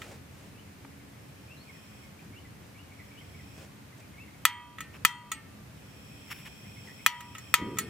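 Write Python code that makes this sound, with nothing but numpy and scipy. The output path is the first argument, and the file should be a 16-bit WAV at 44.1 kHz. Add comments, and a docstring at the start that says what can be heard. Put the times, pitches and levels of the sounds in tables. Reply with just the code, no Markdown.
"""A camping gas stove is lit outdoors, close by: its piezo igniter snaps four times, ringing the steel.
The button springs back after each snap. A hand works the valve and gas hisses through the burner tube;
the last spark lights a fluttering flame. The knob scrapes and the stove shifts on grit.
Small birds chirp over a distant rumble and engine drone. A limiter ducks everything after each snap."""
import sys
import numpy as np
from scipy import signal
from scipy.fft import rfft, irfft, next_fast_len
from scipy.io import wavfile
from scipy.ndimage import uniform_filter1d, minimum_filter1d

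SR = 44100
rng = np.random.default_rng(int(sys.argv[2]) if len(sys.argv) > 2 else 0)


def file_out(sig):
    """Save sig as 16-bit WAV at sys.argv[1]."""
    # one column per channel
    cols = np.atleast_2d(sig).T
    # limit, then scale
    lim = np.clip(cols, -1, 1)
    pcm = np.round(lim * 32767).astype(np.int16)
    wavfile.write(sys.argv[1], SR, pcm)


N = 347949
TIME_S = np.arange(N) / SR
RING_TIME_S = np.arange(SR * 3 // 5) / SR

# stereo likeness of the stove: (frequency [Hz], left-right correlation [-])
STOVE_CORRELATION = [(100, 1), (2500, 0.81), (4500, 0.63), (7000, 0.73), (15000, 0.72)]
# button returns: (let-go time [s], slide [s], relative stop level [dB], treble [dB], ring [dB])
RELEASES = [(4.7834, .0215, -23.5, -23.5, -11.5), (5.315, 0.00194, -18.5, -19, -10),
            (7.3499, .032, -34, -18.5, -11), (7.7703, 0.015, -16.5, -15, -12.5)]


def igniter(sheet, travel_s=.0005, pulse_hz=1580, pulse_s=.00026, spring_hz=967.5, spring_t60_s=.88):
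    """A spring hammer strikes the stove; the spring sings until the finger eases off the button."""
    # hammer blows: (time [s], relative level [dB], treble [half dB], left-right [dB], ring [dB])
    snaps = [(4.452, -7, -14, -2, -14), (5.0494, -8.5, -11, 2, -12.5), (7.062, -7.5, -18, 1, -16),
             (7.5398, -6.5, -17.5, 1, -16.5)]
    # modes of steel body, pot arms and can: (frequency [Hz], level [dB], t60 [s])
    stove_modes = [(860, -24, 0.71), (1187, -27, 1.53), (1246, -17, 0.58), (1295, -0.5, 0.055),
                   (1309, 7.5, 0.037), (1347, -17, 0.31), (1480, -39, 1.3), (1797, 11, 0.031),
                   (1934, -10, 0.43), (2000, -15.5, 0.48), (1999, 6, 0.036), (2210, -20, 0.49),
                   (2467, 10.5, 0.034), (2580, -30, 1.33), (2810, -28, 0.74), (2935, -0.5, 0.059),
                   (3164, -16, 0.66), (3290, 2.5, 0.072), (3497, -28, 0.52), (4200, -13, 0.017),
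                   (4340, -33, 0.69), (4497, -0.5, 0.068), (4430, -32, 0.49), (5750, -19, 0.18),
                   (6500, -9, 0.092), (6820, -30, 0.39), (8240, -30, 0.5), (9270, -6, 0.067),
                   (9900, -28, .25), (14100, -24, 0.095)]
    # uneven beaming to the two channels: (frequency [Hz], left-right [dB])
    beaming = [(100, -6.5), (3000, 1.5), (6000, 7.5), (8500, -1), (11800, -10), (13000, 21), (15500, -4)]
    out, t = np.zeros((2, N)), RING_TIME_S
    pulse = amp(2.5) * t / pulse_s * np.exp(1 - t / pulse_s) * np.sin(2 * np.pi * pulse_hz * t)
    pulse = signal.sosfilt(signal.butter(4, 930, "high", fs=SR, output="sos"), pulse)
    for (s, db, treble_db, pan_db, ring_db), (let_go_s, *_) in zip(snaps, RELEASES):
        ease_off_s = let_go_s - .021
        damping_db = 600 * np.maximum(s + t - ease_off_s, 0)
        spring = amp(-26 - 60 * t / spring_t60_s - damping_db) * np.sin(2 * np.pi * spring_hz * t)
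        steel = blow(sheet, stove_modes, ring_db, crack_t60_s=.03, shimmer_db=-19.5, contact_db=-4)
        snap = pulse + steel + spring
        left = colour(snap[:1], lambda hz: .5 * lookup(beaming, hz))
        right = colour(snap[1:], lambda hz: -.5 * lookup(beaming, hz))
        snap = treble_shelf(np.vstack([left, right]), .5 * (treble_db + 15))
        add(out, s + travel_s, amp(db + np.array([[.5], [-.5]]) * pan_db) * snap)
    return out


def blow(sheet, modes, ring_db, crack_t60_s, shimmer_db, contact_db, contact_s=.00092, rise_s=.0007):
    """One impact on steel: contact spike, short crack, sheet shimmer and the struck part's ring."""
    # dense fast modes of the crack: (frequency [Hz], level [dB])
    crack_spectrum = [(30, -40), (120, 2), (300, -9.5), (600, -15), (900, -17), (1500, -1), (3300, 4),
                      (4800, -8.5), (6000, -4), (8300, 1), (9800, -7), (11500, -3), (12800, -2.5),
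                      (15000, -4), (16400, -18)]
    t = RING_TIME_S
    decay = amp(-60 * t / crack_t60_s) + amp(contact_db) * np.exp(-t / contact_s)
    impact = noise(len(t), crack_spectrum, STOVE_CORRELATION) * decay
    hz, phasors = sheet
    a, b = rng.standard_normal((2, len(hz))) + 1j * rng.standard_normal((2, len(hz)))
    excitation = stereo_pair(a, b, STOVE_CORRELATION, hz)
    shimmer = (excitation @ phasors).real / np.linalg.norm(phasors[:, 0])
    add(impact, 0, amp(shimmer_db) * shimmer)
    return impact * np.minimum(t / rise_s, 1) + amp(ring_db) * ring(modes)


def ring(modes, max_lag_s=.00004, twin_gain=.53, split=.00727, baffle_hz=1000):
    """Nearly symmetric steel rings in beating mode pairs; small parts radiate little bass."""
    t = RING_TIME_S
    out = np.zeros((2, len(t)))
    for (hz, db, t60_s), (lag, jitter_db, detune) in zip(modes, rng.standard_normal((len(modes), 3))):
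        phase = 2 * np.pi * hz * (t + np.tanh(lag) * max_lag_s * np.array([[1], [-1]]))
        pair = np.sin(phase) + twin_gain * np.sin(phase * (1 + split * detune))
        out += amp(db + jitter_db - 60 * t / t60_s) * pair
    return signal.sosfilt(signal.butter(5, baffle_hz, "high", fs=SR, output="sos"), out)


def sheet_modes(count=220, lowest_hz=800, span_hz=14700):
    """The thin sheet's many weak modes: frequencies and decaying phasors."""
    # sheet shimmer: (frequency [Hz], level [dB])
    spectrum = [(800, 1.5), (1200, -2.5), (2000, 6.5), (3300, 7), (5000, 2), (8300, 6), (10000, -7),
                (15000, -10)]
    # sheet damping: (frequency [Hz], t60 [s])
    decay_times = [(500, 0.62), (2000, 0.38), (4000, 0.17), (8000, 0.12), (15000, 0.19)]
    hz = lowest_hz + (np.arange(count) + rng.random(count)) * span_hz / count
    t = np.arange(SR // 3) / SR
    poles = 2j * np.pi * hz - np.log(1000) / lookup(decay_times, hz)
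    return hz, amp(lookup(spectrum, hz))[:, None] * np.exp(poles[:, None] * t)


def button(sheet, gain_db=-10, travel_s=.0006):
    """The button lets go with a dull knock and clicks at its stop; a finger adds light taps."""
    # modes of button and bracket: (frequency [Hz], level [dB], t60 [s])
    bracket_modes = [(1298, 9, 0.074), (1327, -11, 0.62), (1824, -6, 0.45), (1930, 8.5, 0.078),
                     (2170, -12, 0.45), (2440, -7, 0.27), (2870, -4, 0.043), (3160, -24, 0.27),
                     (3450, -1, 0.03), (4380, -12.5, 0.32), (6200, -2, .08), (6830, 10, 0.066),
                     (8300, -8, 0.11), (8400, 3, 0.15), (10700, -19, 0.17), (14600, 3, 0.051)]
    # finger taps: (time [s], relative level [dB], treble [dB], ring [dB])
    taps = [(0.017, -23, -35, -22), (7.205, -28, -23, -15.5)]
    out, knocks = np.zeros((2, N)), list(taps)
    let_go_db = (-25, -35, -15)  # level, treble, ring
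    for s, slide_s, *stop_db in RELEASES:
        knocks += [(s, *let_go_db), (s + slide_s, *stop_db)]
    for s, db, treble_db, ring_db in knocks:
        knock = blow(sheet, bracket_modes, ring_db,
                     crack_t60_s=.056, shimmer_db=-12, contact_db=8, rise_s=.0022)
        add(out, s + travel_s, amp(db + gain_db) * treble_shelf(knock, treble_db + 18))
    return out


def flame(lit_s=7.57, catch_s=.045, hold_s=.045, settle_s=.26, steady_s=7.9, pop_hz=140, pop_s=.00074):
    """Fire runs round the burner, gathered gas flares with irregular pops, then a low roar settles."""
    cycles = np.cumsum(pop_hz * np.exp(.27 * drift(N, rate_hz=130))) / SR
    impulses = np.diff(np.floor(cycles), prepend=0) * np.exp(.54 * drift(N, rate_hz=200))
    u = np.arange(-256, 256) / SR / pop_s
    pops = unit_rms(signal.oaconvolve(impulses, u * np.exp(-u ** 2 / 2), "same"))
    age_s = np.maximum(TIME_S - lit_s, 0)
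    flutter = (age_s > catch_s) * np.exp(-(age_s - catch_s) / settle_s)
    flare = amp(-35 - 76 * np.maximum(age_s - catch_s - hold_s, 0))
    steady = amp(-40.5 - 75 * np.maximum(steady_s - TIME_S, 0))
    envelope = np.minimum(age_s / catch_s, 1) * np.hypot(flare, steady)
    # flame roar: (frequency [Hz], level [dB])
    roar_spectrum = [(30, -37), (80, -2.5), (140, 4.5), (320, 3.5), (460, 0), (650, -21), (1500, -22),
                     (5000, -50)]
    return envelope * (amp(2) * flutter * pops + noise(N, roar_spectrum, STOVE_CORRELATION))


def gas(gain_db=4, first_leak_db=-24, closing_db_per_s=220):
    """Jet noise resonates in the burner tube, swelling as the valve opens and dying fast as it shuts."""
    # valve turns: (open time [s], time constant [s], shut time [s], relative full flow [dB])
    valve_turns = [(.95, 0.16, 1.76, -71), (1.62, 0.071, 2.06, -64), (2.7, .33, 3.6, -62),
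                   (5.63, 0.22, 8, -59)]
    # burner tube resonances: (frequency [Hz], width [Hz], level [dB])
    tube_modes = [(2500, 96, 4), (3225, 200, -1.5), (5410, 112, 1), (7760, 370, -7), (10500, 700, -16.5),
                  (13700, 3000, -20)]

    def tube_db(hz):
        power = sum(amp(2 * db) / (1 + ((hz - f) / width) ** 2) ** 2 for f, width, db in tube_modes)
        return 10 * np.log10(power)

    flow = np.zeros(N)
    for open_s, tau_s, shut_s, db in valve_turns:
        opening_db = first_leak_db * np.exp(-np.maximum(TIME_S - open_s, 0) / tau_s)
        closing_db = closing_db_per_s * np.maximum(TIME_S - shut_s, 0)
        flow += (TIME_S > open_s) * amp(db + opening_db - closing_db)
    return amp(gain_db) * flow * unit_rms(colour(rng.standard_normal((2, N)), tube_db))


def rubs(grain=.16):
    """Grainy friction of the valve knob and button in their seats."""
    # scrapes: (time [s], length [s], level [dB], tilt [dB/octave])
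    scrapes = [(0.846, 0.0091, -45.5, -11), (4.928, 0.055, -51.5, -2), (6.298, .04, -37.5, 0),
               (6.238, 0.23, -53, 2.5), (6.445, 0.048, -45.5, 0)]
    # friction noise: (frequency [Hz], level [dB])
    spectrum = [(100, -27), (600, -16), (850, -3.5), (1600, -1), (2450, 5), (3350, -2), (3900, -13),
                (5000, -14), (5450, -1), (6000, -19), (7700, -12), (9300, -25), (10500, -10.5),
                (15000, -19)]
    out = np.zeros((2, N))
    for s, length_s, db, tilt_db in scrapes:
        n = int(length_s * SR)
        slips = noise(n, spectrum, STOVE_CORRELATION) * np.exp(grain * drift(n, rate_hz=790))
        slips = colour(slips, lambda hz: tilt_db * np.log2(np.maximum(hz, 400) / 2000))
        add(out, s, amp(db) * unit_rms(slips) * signal.windows.tukey(n, .7))
    return out


def scuffs(grain=.18):
    """Grit crunches softly under the stove's feet."""
    # stove shifting under the hand: (time [s], length [s], level [dB])
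    shifts = [(-0.08, 0.3, -51), (0.28, 0.28, -59), (2.185, 0.095, -60), (2.585, 0.15, -63),
              (3.527, .17, -54), (3.967, 0.054, -57), (6.818, 0.12, -57)]
    # grit noise: (frequency [Hz], level [dB])
    spectrum = [(100, -13), (350, 8), (600, 6), (950, -1.5), (2400, -3.5), (4000, -8.5), (7500, -8),
                (10000, -16), (15000, -21)]
    out = np.zeros((2, N))
    for s, length_s, db in shifts:
        n = int(length_s * SR)
        crunch = noise(n, spectrum, STOVE_CORRELATION) * np.exp(grain * drift(n, rate_hz=300))
        add(out, s, amp(db) * unit_rms(crunch) * signal.windows.tukey(n, .7))
    return out


def birds(gain_db=-2, wet_db=-2, echo_t60_s=.3, chatter_hz=2160, chatter_gap_s=.11):
    """Phrases of lead-in, whistle and raspy falling note amid loose chatter, blurred by trees."""
    # song: (time [s], lead-in [Hz], whistle top [Hz], relative level [dB],
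    #        fall delay [s], fall start [Hz], relative fall level [dB])
    phrases = [(.545, 2520, 3070, -57.5, 0.12, 2310, -60), (1.478, 2420, 2830, -49, 0.2, 2500, -48.5),
               (1.562, 3970, 4440, -56, 0.18, 2190, -54), (2.322, 2150, 2984, -51.5, 0.12, 2240, -53),
               (2.747, 2170, 2930, -53, 0.24, 2250, -49.5), (3.135, 2180, 3160, -52.5, 0.25, 2250, -52),
               (4.16, 2090, 2760, -47, .105, 2400, -55), (6.635, 2000, 2550, -55, 0.23, 2190, -48)]
    # soft chatter: (start [s], end [s], relative level [dB])
    chatter = [(0.868, 1.15, -59), (2.023, 2.23, -56), (2.869, 3.38, -54), (3.883, 4.38, -57),
               (6.75, 7.05, -53)]
    song = np.zeros((2, N))
    for s, lead_hz, top_hz, db, delay_s, fall_hz, fall_db in phrases:
        add(song, s, amp(db - 2) * bird_note(.042, lead_hz, lead_hz + 160, waver=.025, rasp=.55))
        whistle = bird_note(.0537, (lead_hz + top_hz) / 2, top_hz, waver=.014, rasp=.45)
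        add(song, s + .026, amp(db) * whistle)
        fall = bird_note(.0363, fall_hz, fall_hz - 340, waver=.025, rasp=.65)
        add(song, s + delay_s, amp(fall_db) * fall)
    for start_s, end_s, db in chatter:
        for s in np.arange(start_s, end_s, chatter_gap_s):
            first_hz, last_hz = chatter_hz * np.exp(.095 * rng.standard_normal(2))
            onset_s = s + rng.random() * chatter_gap_s / 2
            add(song, onset_s, amp(db) * bird_note(.0418, first_hz, last_hz, waver=.04, rasp=.87))
    t = np.arange(SR // 2) / SR
    trees = rng.standard_normal((2, len(t))) * amp(-60 * t / echo_t60_s)
    echo = signal.fftconvolve(song, trees / np.linalg.norm(trees[0]), axes=1)[:, :N]
    return amp(gain_db) * (song + amp(wet_db) * echo)


def bird_note(length_s, first_hz, last_hz, waver, rasp):
    """A glide that levels off, wavering in pitch and strength."""
    n = int(length_s * SR)
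    hz = first_hz + (last_hz - first_hz) * np.sin(np.linspace(0, np.pi / 2, n))
    cycles = np.cumsum(hz * (1 + waver * drift(n, rate_hz=610))) / SR
    strength = unit_rms(1 + rasp * drift(n, rate_hz=398))
    return strength * np.sin(2 * np.pi * cycles) * signal.windows.hann(n) ** .5


def far_engine(fundamental_hz=69.44, waver_db=3.9):
    """A distant engine drones on three wavering harmonics."""
    cycles = np.cumsum(fundamental_hz * (1 + .00693 * drift(N, rate_hz=6))) / SR
    return sum(amp(db + waver_db * drift(N, rate_hz=9.9)) * np.sin(2 * np.pi * harmonic * cycles)
               for harmonic, db in [(2, -67), (3, -61), (4, -65.5)])


def outdoor_air(level_db=-50, swell_db=.96, rumble_hz=400):
    """A low swelling rumble under a faint steady hiss."""
    # ambient noise: (frequency [Hz], level [dB])
    spectrum = [(15, -68), (25, -43), (66, -4.5), (96, 1), (209, -6), (245, -10), (281, -6), (321, -12.5),
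                (801, -18), (1490, -20.5), (2110, -20.5), (2540, -21.5), (2760, -23.5), (3610, -27),
                (15400, -34), (16000, -70)]
    # its stereo likeness: (frequency [Hz], left-right correlation [-])
    correlation = [(60, 0.98), (200, 0.8), (380, 0.47), (700, 0.0017), (2400, 0.19), (8000, 0.032)]
    air = noise(N, spectrum, correlation)
    rumble = signal.sosfiltfilt(signal.butter(2, rumble_hz, fs=SR, output="sos"), air)
    hiss = air - rumble
    return amp(level_db) * (hiss + amp(swell_db * drift(N, rate_hz=8.2)) * rumble)


def amp(db):
    """Decibels to gain."""
    return 10 ** (np.asarray(db) / 20)


def unit_rms(x):
    """Scales to rms 1."""
    return x / np.sqrt(np.mean(x ** 2) + 1e-20)


def lookup(points, hz):
    """Interpolates a table on a log-frequency axis."""
    f, value = np.transpose(points)
    return np.interp(np.log(hz + 1), np.log(f + 1), value)


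def add(mix, s, sound):
    """Mixes a sound in at time s."""
    at = round(s * SR)
    sound = sound[..., max(-at, 0):]
    part = mix[:, max(at, 0):][:, :sound.shape[-1]]
    part += sound[..., :part.shape[1]]


def colour(x, db_at, size=2048):
    """Minimum-phase filter with gain db_at(Hz)."""
    hz = abs(np.fft.fftfreq(size, 1 / SR))
    log_gain = np.log(amp(np.maximum(db_at(hz), -100)))
    taps = np.fft.ifft(np.exp(np.conj(signal.hilbert(log_gain)))).real
    return signal.oaconvolve(x, taps[None, :size // 2], axes=1)[:, :x.shape[1]]


def treble_shelf(x, db, corner_hz=4500):
    """Lifts or lowers everything above the corner."""
    return colour(x, lambda hz: db * hz ** 4 / (hz ** 4 + corner_hz ** 4))


def stereo_pair(a, b, correlation, hz):
    """Blends two independent spectra into partly correlated left and right."""
    c = np.clip(lookup(correlation, hz), -1, 1)
    return np.array([a, c * a + np.sqrt(1 - c ** 2) * b])


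def noise(n, spectrum, correlation):
    """Stereo noise of given spectrum and left-right correlation."""
    size = next_fast_len(n)
    hz = np.fft.rfftfreq(size, 1 / SR)
    a, b = rfft(rng.standard_normal((2, size)))
    shaped = stereo_pair(a, b, correlation, hz) * amp(lookup(spectrum, hz))
    return unit_rms(irfft(shaped, size)[:, :n])


def drift(n, rate_hz):
    """Straight lines between random knots."""
    knots = rng.standard_normal(int(n / SR * rate_hz) + 3)
    return np.interp(np.arange(n) / SR * rate_hz, np.arange(len(knots)), knots)


def scene():
    """The stove in its surroundings."""
    sheet = sheet_modes()
    stove = igniter(sheet) + button(sheet) + rubs() + scuffs() + gas() + flame()
    return stove + far_engine() + outdoor_air() + birds()


def record(dry, ceiling_db=-9.5, recovery_db_per_s=14, cutoff_hz=16400):
    """Look-ahead limiter with slow recovery, then clipping and a low-pass."""
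    power_db = 10 * np.log10(abs(uniform_filter1d((dry ** 2).mean(0), size=88)) + 1e-12)
    recovery_db = TIME_S * recovery_db_per_s
    held_db = np.maximum.accumulate(power_db + recovery_db) - recovery_db
    over_db = np.maximum(held_db - ceiling_db, 0)
    gain_db = uniform_filter1d(minimum_filter1d(-over_db, size=300), size=150)
    limited = np.clip(dry * amp(gain_db), -1, 1)
    low_pass = signal.firwin(301, cutoff_hz, window=("kaiser", 8), fs=SR)
    return signal.oaconvolve(limited, low_pass[None], "same")


dry = scene()
out = record(dry)
file_out(out)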